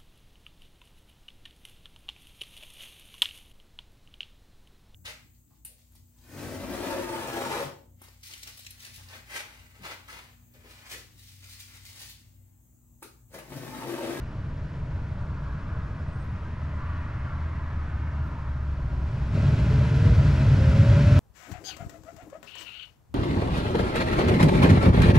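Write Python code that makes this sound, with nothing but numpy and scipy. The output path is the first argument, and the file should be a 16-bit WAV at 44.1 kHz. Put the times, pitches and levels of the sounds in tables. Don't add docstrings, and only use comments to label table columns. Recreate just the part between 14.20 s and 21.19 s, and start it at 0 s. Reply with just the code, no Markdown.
import sys
import numpy as np
from scipy import signal
from scipy.fft import rfft, irfft
from scipy.io import wavfile
from scipy.ndimage import uniform_filter1d

SR = 44100
rng = np.random.default_rng(int(sys.argv[2]) if len(sys.argv) > 2 else 0)


def output_pcm(signal):
    pcm = np.clip(np.atleast_2d(signal).T, -1, 1) * 32767
    wavfile.write(sys.argv[1], SR, np.round(pcm).astype(np.int16))


N = 308342
T = np.arange(N) / SR
F = np.arange(N // 2 + 1) * SR / N


def undb(db):
    return 10 ** (np.asarray(db) / 20)


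def since(start_s):
    return np.maximum(T - start_s, 0)


def colour(points, beyond=-np.inf):
    hz, values = np.transpose(points)
    return np.interp(np.log(F + 1), np.log(hz), values, right=beyond)


def walk(rate):
    spectrum = rfft(rng.standard_normal(N))
    smooth = irfft(spectrum * np.exp(-(F / rate) ** 2) * (F > 0), N)
    return smooth / smooth.std()


def sine(hz):
    return np.sqrt(2) * np.sin(2 * np.pi * np.cumsum(hz) / SR)


def treble_of(x, split_hz):
    return irfft(rfft(x) / (1 + (split_hz / (F + 1)) ** 4), N)


def swell(x, db, treble_growth, split_hz):
    treble = treble_of(x, split_hz)
    return (x - treble) * undb(db) + treble * undb(treble_growth * db)


# (frequency [Hz], side level relative to mid [dB])
DIFFUSENESS = [(25, -22.5), (60, -28.5), (110, -35), (200, -20), (370, -15), (670, -17), (1220, -11.5),
               (2600, -9.5), (4060, -11.5), (7410, -5.5), (13500, -7)]


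def turbulence(db):
    mid, side = rfft(rng.standard_normal((2, N)))
    width = undb(colour(DIFFUSENESS, beyond=None))
    left_right = mid + width * side * np.array([[1], [-1]])
    left_right = left_right / np.sqrt(1 + width ** 2)
    return irfft(left_right * undb(db), N) * np.sqrt(SR / 2)


def noise_band(hz, width_hz, db):
    return turbulence(db - 20 * np.log10(1 + (2 * (F - hz) / width_hz) ** 2))


def cabin(x, echo_db=-27, decay_s=0.012, count=24):
    delay_s = rng.uniform(.002, .03, count)
    fade = np.exp(-(delay_s - delay_s.min()) / decay_s / 2)
    taps = np.zeros(N)
    taps[(delay_s * SR).astype(int)] = rng.choice([-1, 1], count) * undb(echo_db) * fade
    taps[0] = 1
    return irfft(rfft(x) * rfft(taps) / np.linalg.norm(taps), N)


# (frequency [Hz], level [dB per Hz])
TRAFFIC_SPECTRUM = [(18, -56.5), (27, -55.5), (36, -64), (55, -53.5), (78, -51.5), (105, -59), (150, -60),
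                    (190, -69), (315, -73.5), (370, -88), (420, -84.5), (490, -86.5), (630, -77.5),
                    (730, -84), (950, -84), (1600, -87), (3200, -112)]


def traffic():
    return turbulence(colour(TRAFFIC_SPECTRUM))


def far_roar(hz=450, width_hz=200, db=-80, leaves_s=2.15, fade_db_per_s=16):
    return noise_band(hz, width_hz, db) * undb(-fade_db_per_s * since(leaves_s))


def drone(middle_s=1.7, length_s=2.6, hz=187, rise_hz_per_s=5, db=-48, wobble=0.0087, waver_db=2):
    arch = np.cos(np.pi * np.clip((T - middle_s) / length_s, -.5, .5))
    pitch = (hz + rise_hz_per_s * (T - middle_s)) * (1 + wobble * walk(6.9))
    return sine(pitch) * arch * undb(db + waver_db * walk(6.5))


# (middle [s], length [s], pitch at the middle [Hz], glide [Hz per s], level at the peak [dB])
ROAD_PATCHES = [(1.5, .4, 1400, 0, -56), (1.65, 0.23, 1275, -200, -56.5), (1.968, .1, 1430, 0, -54),
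                (2.269, .07, 1580, 0, -54), (2.42, 0.26, 1305, -100, -55.5), (2.58, 0.2, 998, 0, -53),
                (2.66, .38, 1168, -200, -53), (3.133, 0.21, 1382, -100, -52.5),
                (3.279, 0.28, 1100, 202, -58), (3.419, 0.16, 1240, 0, -58), (3.73, .25, 1506, 0, -55),
                (3.919, .3, 1257, 0, -57), (4.06, 0.25, 1390, -150, -53)]


def road_swells(width_hz=65):
    out = np.zeros(N)
    grain = walk(width_hz) + 1j * walk(width_hz)
    for middle_s, length_s, hz, glide, db in ROAD_PATCHES:
        now = np.abs(T - middle_s) < length_s / 2
        t = T[now] - middle_s
        carrier = np.exp(2j * np.pi * (hz * t + glide * t ** 2 / 2))
        band = np.roll(grain, rng.integers(N))[now] * carrier
        out[now] += undb(db) * np.cos(np.pi * t / length_s) * band.real
    return out


def patchy(x, patchy_db=2.3):
    bins = signal.stft(x, nperseg=2048)[2]
    field = rng.standard_normal(bins.shape[1:])
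    for _ in range(2):
        field = uniform_filter1d(field, 4, axis=0)
        field = uniform_filter1d(field, 12, axis=1)
    gain = undb(patchy_db * field / field.std())
    gain = gain / np.sqrt(np.mean(gain ** 2))
    return signal.istft(bins * gain)[1][:, :N]


# (frequency [Hz], level [dB per Hz])
TYRE_SPECTRUM = [(300, -99.5), (600, -92), (800, -82.5), (980, -74), (1300, -77.5), (1600, -79.5),
                 (2000, -84), (2500, -90), (3200, -99), (5000, -113), (8000, -128)]
# (time [s], low level [dB], body level [dB], treble level [dB])
TYRE_ROLL_BY = [(0, -9, -6.5, -5.5), (.8, -6, -7, -9), (1.0, -5, -3.5, -8), (1.5, -4, -2, -2.5),
                (1.85, -2, -2.5, -11), (2.15, -6, -3.5, -4), (2.65, -5, -2, 2), (3.05, 0.5, -0.5, 3),
                (3.4, 2.5, -.5, -0.5), (3.95, 5.5, -1, 0), (4.2, 4.5, 0, -4), (4.45, -2, -4.5, -7.5),
                (4.8, 4.5, -2, -4), (7, -5.5, -12.5, -22)]


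def tyres(uneven_db=0.5, low_hz=880, split_hz=1900):
    times, *levels = np.transpose(TYRE_ROLL_BY)
    roll = patchy(turbulence(colour(TYRE_SPECTRUM))) * undb(uneven_db * walk(14))
    low = irfft(rfft(roll) / (1 + (F / low_hz) ** 20), N)
    treble = treble_of(roll - low, split_hz)
    body = roll - low - treble
    return sum(band * undb(np.interp(T, times, db)) for band, db in zip((low, body, treble), levels))


ENGINE_HZ, SLOWS_S, SAG_HZ_PER_S, EASE_S = 79.7, 3.39, 8.7, 0.2633
NEAR_S, LEAVES_S, APPROACH_DB_PER_S, RECEDE_DB_PER_S = 3.36, 5.0, 7, 3


def engine(alongside_db=-32.5):
    hz = ENGINE_HZ - SAG_HZ_PER_S * EASE_S * np.logaddexp(0, (T - SLOWS_S) / EASE_S)
    near_db = -APPROACH_DB_PER_S * np.maximum(NEAR_S - T, 0) - RECEDE_DB_PER_S * since(LEAVES_S)
    return sine(hz) * undb(alongside_db + near_db)


def street():
    return traffic() + far_roar() + drone() + road_swells() + tyres() + engine()


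# (start [s], length [s], start pitch [Hz], end pitch [Hz], level at the peak [dB])
SQUEAK_EVENTS = [(1.868, .035, 8280, 8400, -79), (1.916, .055, 8450, 8620, -73),
                 (1.953, .04, 11700, 12200, -79), (1.96, .038, 8750, 9050, -77),
                 (1.988, .044, 8520, 8450, -72), (2.022, .038, 11600, 11350, -80),
                 (2.055, .022, 10800, 10300, -81), (2.085, .02, 10500, 10750, -79),
                 (2.098, .03, 11600, 10500, -80), (4.02, .08, 11700, 11650, -83),
                 (4.02, .08, 12300, 12200, -84), (4.17, .045, 11500, 11700, -86)]


def squeaks(wobble=.007, rasp_db=3):
    out = np.zeros(N)
    unsteady = 1 + wobble * walk(500)
    for start_s, length_s, start_hz, end_hz, db in SQUEAK_EVENTS:
        progress = np.minimum(since(start_s) / length_s, 1)
        hz = (start_hz + (end_hz - start_hz) * progress) * unsteady
        out += undb(db) * np.sin(np.pi * progress) * sine(hz)
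    rasp = undb(rasp_db * walk(300))
    rasp = rasp / np.sqrt(np.mean(rasp ** 2))
    return cabin(out * rasp, echo_db=-16, decay_s=.02)


FLAP_SHUT_DB, CREEP_S, CREEP_DB_PER_S, SWING_S, SWING_TAKES_S = -12.5, 4.66, 12.5, 5.115, 0.047
SPIN_UP_S = 4.38


def flap_shut():
    return 1 - np.minimum(since(SWING_S) / SWING_TAKES_S, 1)


def back_pressure(build_s=0.28):
    return np.minimum(since(SPIN_UP_S) / build_s, 1) * flap_shut()


def seal_hiss(hz=10400, width_hz=900, db=-119, pressed_db=5):
    return noise_band(hz, width_hz, db) * flap_shut() * undb(pressed_db * back_pressure())


def surge(hz=51, width_hz=22, db=-48):
    return noise_band(hz, width_hz, db) * back_pressure()


# (frequency [Hz], time to fall 60 dB [s], level [dB])
HOUSING_MODES = [(320, .05, -30), (572, .05, -23), (1300, .03, -38)]


def flap_knock(stop_s=5.173, push_s=0.0024):
    age = since(stop_s)
    ring = sum(undb(db - 60 * age / t60) * np.sin(2 * np.pi * hz * age) for hz, t60, db in HOUSING_MODES)
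    return ring * np.minimum(age / push_s, 1)


HALF_SPEED_HZ, RAMP_HZ_PER_S, RAMP_HZ_PER_S2 = 318, 96.3, 8.0
RACE_HZ, LOAD_SAG_HZ, SAG_AFTER_S = 3.5, 7, .2


def blade_pitch():
    age = since(SPIN_UP_S)
    loaded = since(SWING_S) / SAG_AFTER_S
    sag = loaded * np.exp((1 - loaded ** 2) / 2)
    ramp_hz = HALF_SPEED_HZ + RAMP_HZ_PER_S * age + RAMP_HZ_PER_S2 * age ** 2 / 2
    return ramp_hz + RACE_HZ * back_pressure() - LOAD_SAG_HZ * sag


def air_flow(blade_hz, half_speed_db=-4.5, db_per_octave=7):
    flap_db = (FLAP_SHUT_DB + CREEP_DB_PER_S * since(CREEP_S)) * flap_shut()
    return half_speed_db + db_per_octave * np.log2(blade_hz / HALF_SPEED_HZ) + flap_db


# (frequency [Hz], level [dB per Hz])
DUCT_RUMBLE = [(20, -69), (34, -69), (45, -48.5), (57, -42), (75, -38.5), (100, -37), (122, -36),
               (146, -36.5), (175, -50.5), (205, -49), (235, -55.5), (265, -56.5), (330, -77.5), (450, -98)]


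def duct_air(flow_db, buffet_db=-0.35, growth=1.155):
    return turbulence(colour(DUCT_RUMBLE)) * undb(growth * flow_db + buffet_db * walk(2.1))


# (frequency [Hz], level relative to VENT_DB [dB per Hz])
VENT_HISS = [(180, -24.5), (270, -2.1), (340, -8.5), (490, -20), (750, -19.5), (1500, -18.5), (2800, -21.5),
             (3500, -25.5), (5000, -28.5), (7700, -37), (8500, -42.5), (9400, -44), (10400, -44),
             (12400, -51), (14000, -61.5)]
VENT_DB = -59
# (frequency [Hz], width [Hz], left lift [dB], right lift [dB])
DUCT_RESONANCES = [(421.5, 99, 7, 8.5), (591, 144, 14.5, 12.5), (639, 63, 5.5, 6.5), (829, 65, -0.5, 6.5),
                   (951, 98, -5, 4.5), (963, 164, 13, 1.7), (1305, 209, 4, 6.5), (1420, 71, 5.5, 4),
                   (1518, 113, 6, 5.5), (1644, 56, 4.3, 7), (1807, 99, 2.5, 3), (2000, 130, 5, 1),
                   (2054, 42, 2.5, 3.5), (2200, 46, 2, 0.2), (2340, 107, 4, 4.2), (2540, 105, 3.5, 6),
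                   (2730, 69, 4.5, 2.5), (3280, 380, 2.5, 3), (3770, 44, 2.6, 3), (3994, 126, 2, 2),
                   (4120, 30, 4.1, 3.5), (4420, 202, 1.6, 2.5), (5198, 111, 3, 3.5), (5441, 64, 3, 3),
                   (5896, 108, 3, 1.5), (7054, 554, 1.8, -0.5)]
SHRILL_FROM_HZ, SHRILL_DB_PER_OCTAVE = 478, 5


def vent_air(flow_db, blade_hz, flutter_db=0.56, shrill_hz=1500):
    ring_db = 0
    for hz, width, left, right in DUCT_RESONANCES:
        ring_db = ring_db + np.array([[left], [right]]) / (1 + (2 * (F - hz) / width) ** 2)
    hiss = cabin(turbulence(VENT_DB + colour(VENT_HISS) + ring_db))
    shrill_db = SHRILL_DB_PER_OCTAVE * np.maximum(np.log2(blade_hz / SHRILL_FROM_HZ), 0)
    hiss = hiss + treble_of(hiss, shrill_hz) * (undb(shrill_db) - 1)
    return swell(hiss, flow_db + flutter_db * walk(29), treble_growth=0.96, split_hz=3100)


# (frequency [Hz], width [Hz], lift [dB])
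SEAT_RESONANCES = [(360, 32, 8), (432, 40, 13.5), (469, 34, 17), (495, 14, -10), (511, 16, 5),
                   (534, 36, 14.5), (566, 42, 18), (604, 50, 16)]
WHINE_DB, WHINE_DB_PER_OCTAVE = -63.5, 9.5


def blades(hz, wobble=.0007, flutter_db=0.9, octave_db=-24):
    lift_db = sum(lift * np.exp(-(2 * (hz - centre) / width) ** 2) for centre, width, lift in SEAT_RESONANCES)
    db = WHINE_DB + WHINE_DB_PER_OCTAVE * np.log2(hz / HALF_SPEED_HZ) + lift_db
    shaken_hz = hz * (1 + wobble * walk(22))
    tone = sine(shaken_hz) + undb(octave_db) * sine(2 * shaken_hz)
    return tone * undb(db + flutter_db * walk(17))


def scene(whine_pan_db=0.5):
    blade_hz = blade_pitch()
    flow_db = air_flow(blade_hz)
    outside = street() + squeaks()
    flap = seal_hiss() + surge() + flap_knock()
    whine = blades(blade_hz) * undb(np.array([[whine_pan_db], [-whine_pan_db]]) / 2)
    return outside + flap + duct_air(flow_db) + vent_air(flow_db, blade_hz) + whine


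# (frequency [Hz], phase by which left leads [rad])
PORT_LEAD = [(150, 0), (430, 0.093), (780, -0.68), (1600, -0.53), (2800, -0.84), (3700, -0.74),
             (6200, -0.24), (9500, 0)]


def record(dry, left_db=0.22, top_hz=14100):
    lead = colour(PORT_LEAD, beyond=0)
    shift = np.exp(.5j * lead * np.array([[1], [-1]]))
    y = irfft(rfft(dry) * shift, N) * undb([[left_db], [0]])
    return signal.sosfilt(signal.ellip(8, .2, 70, top_hz, fs=SR, output="sos"), y)


dry = scene()
out = record(dry)
output_pcm(out)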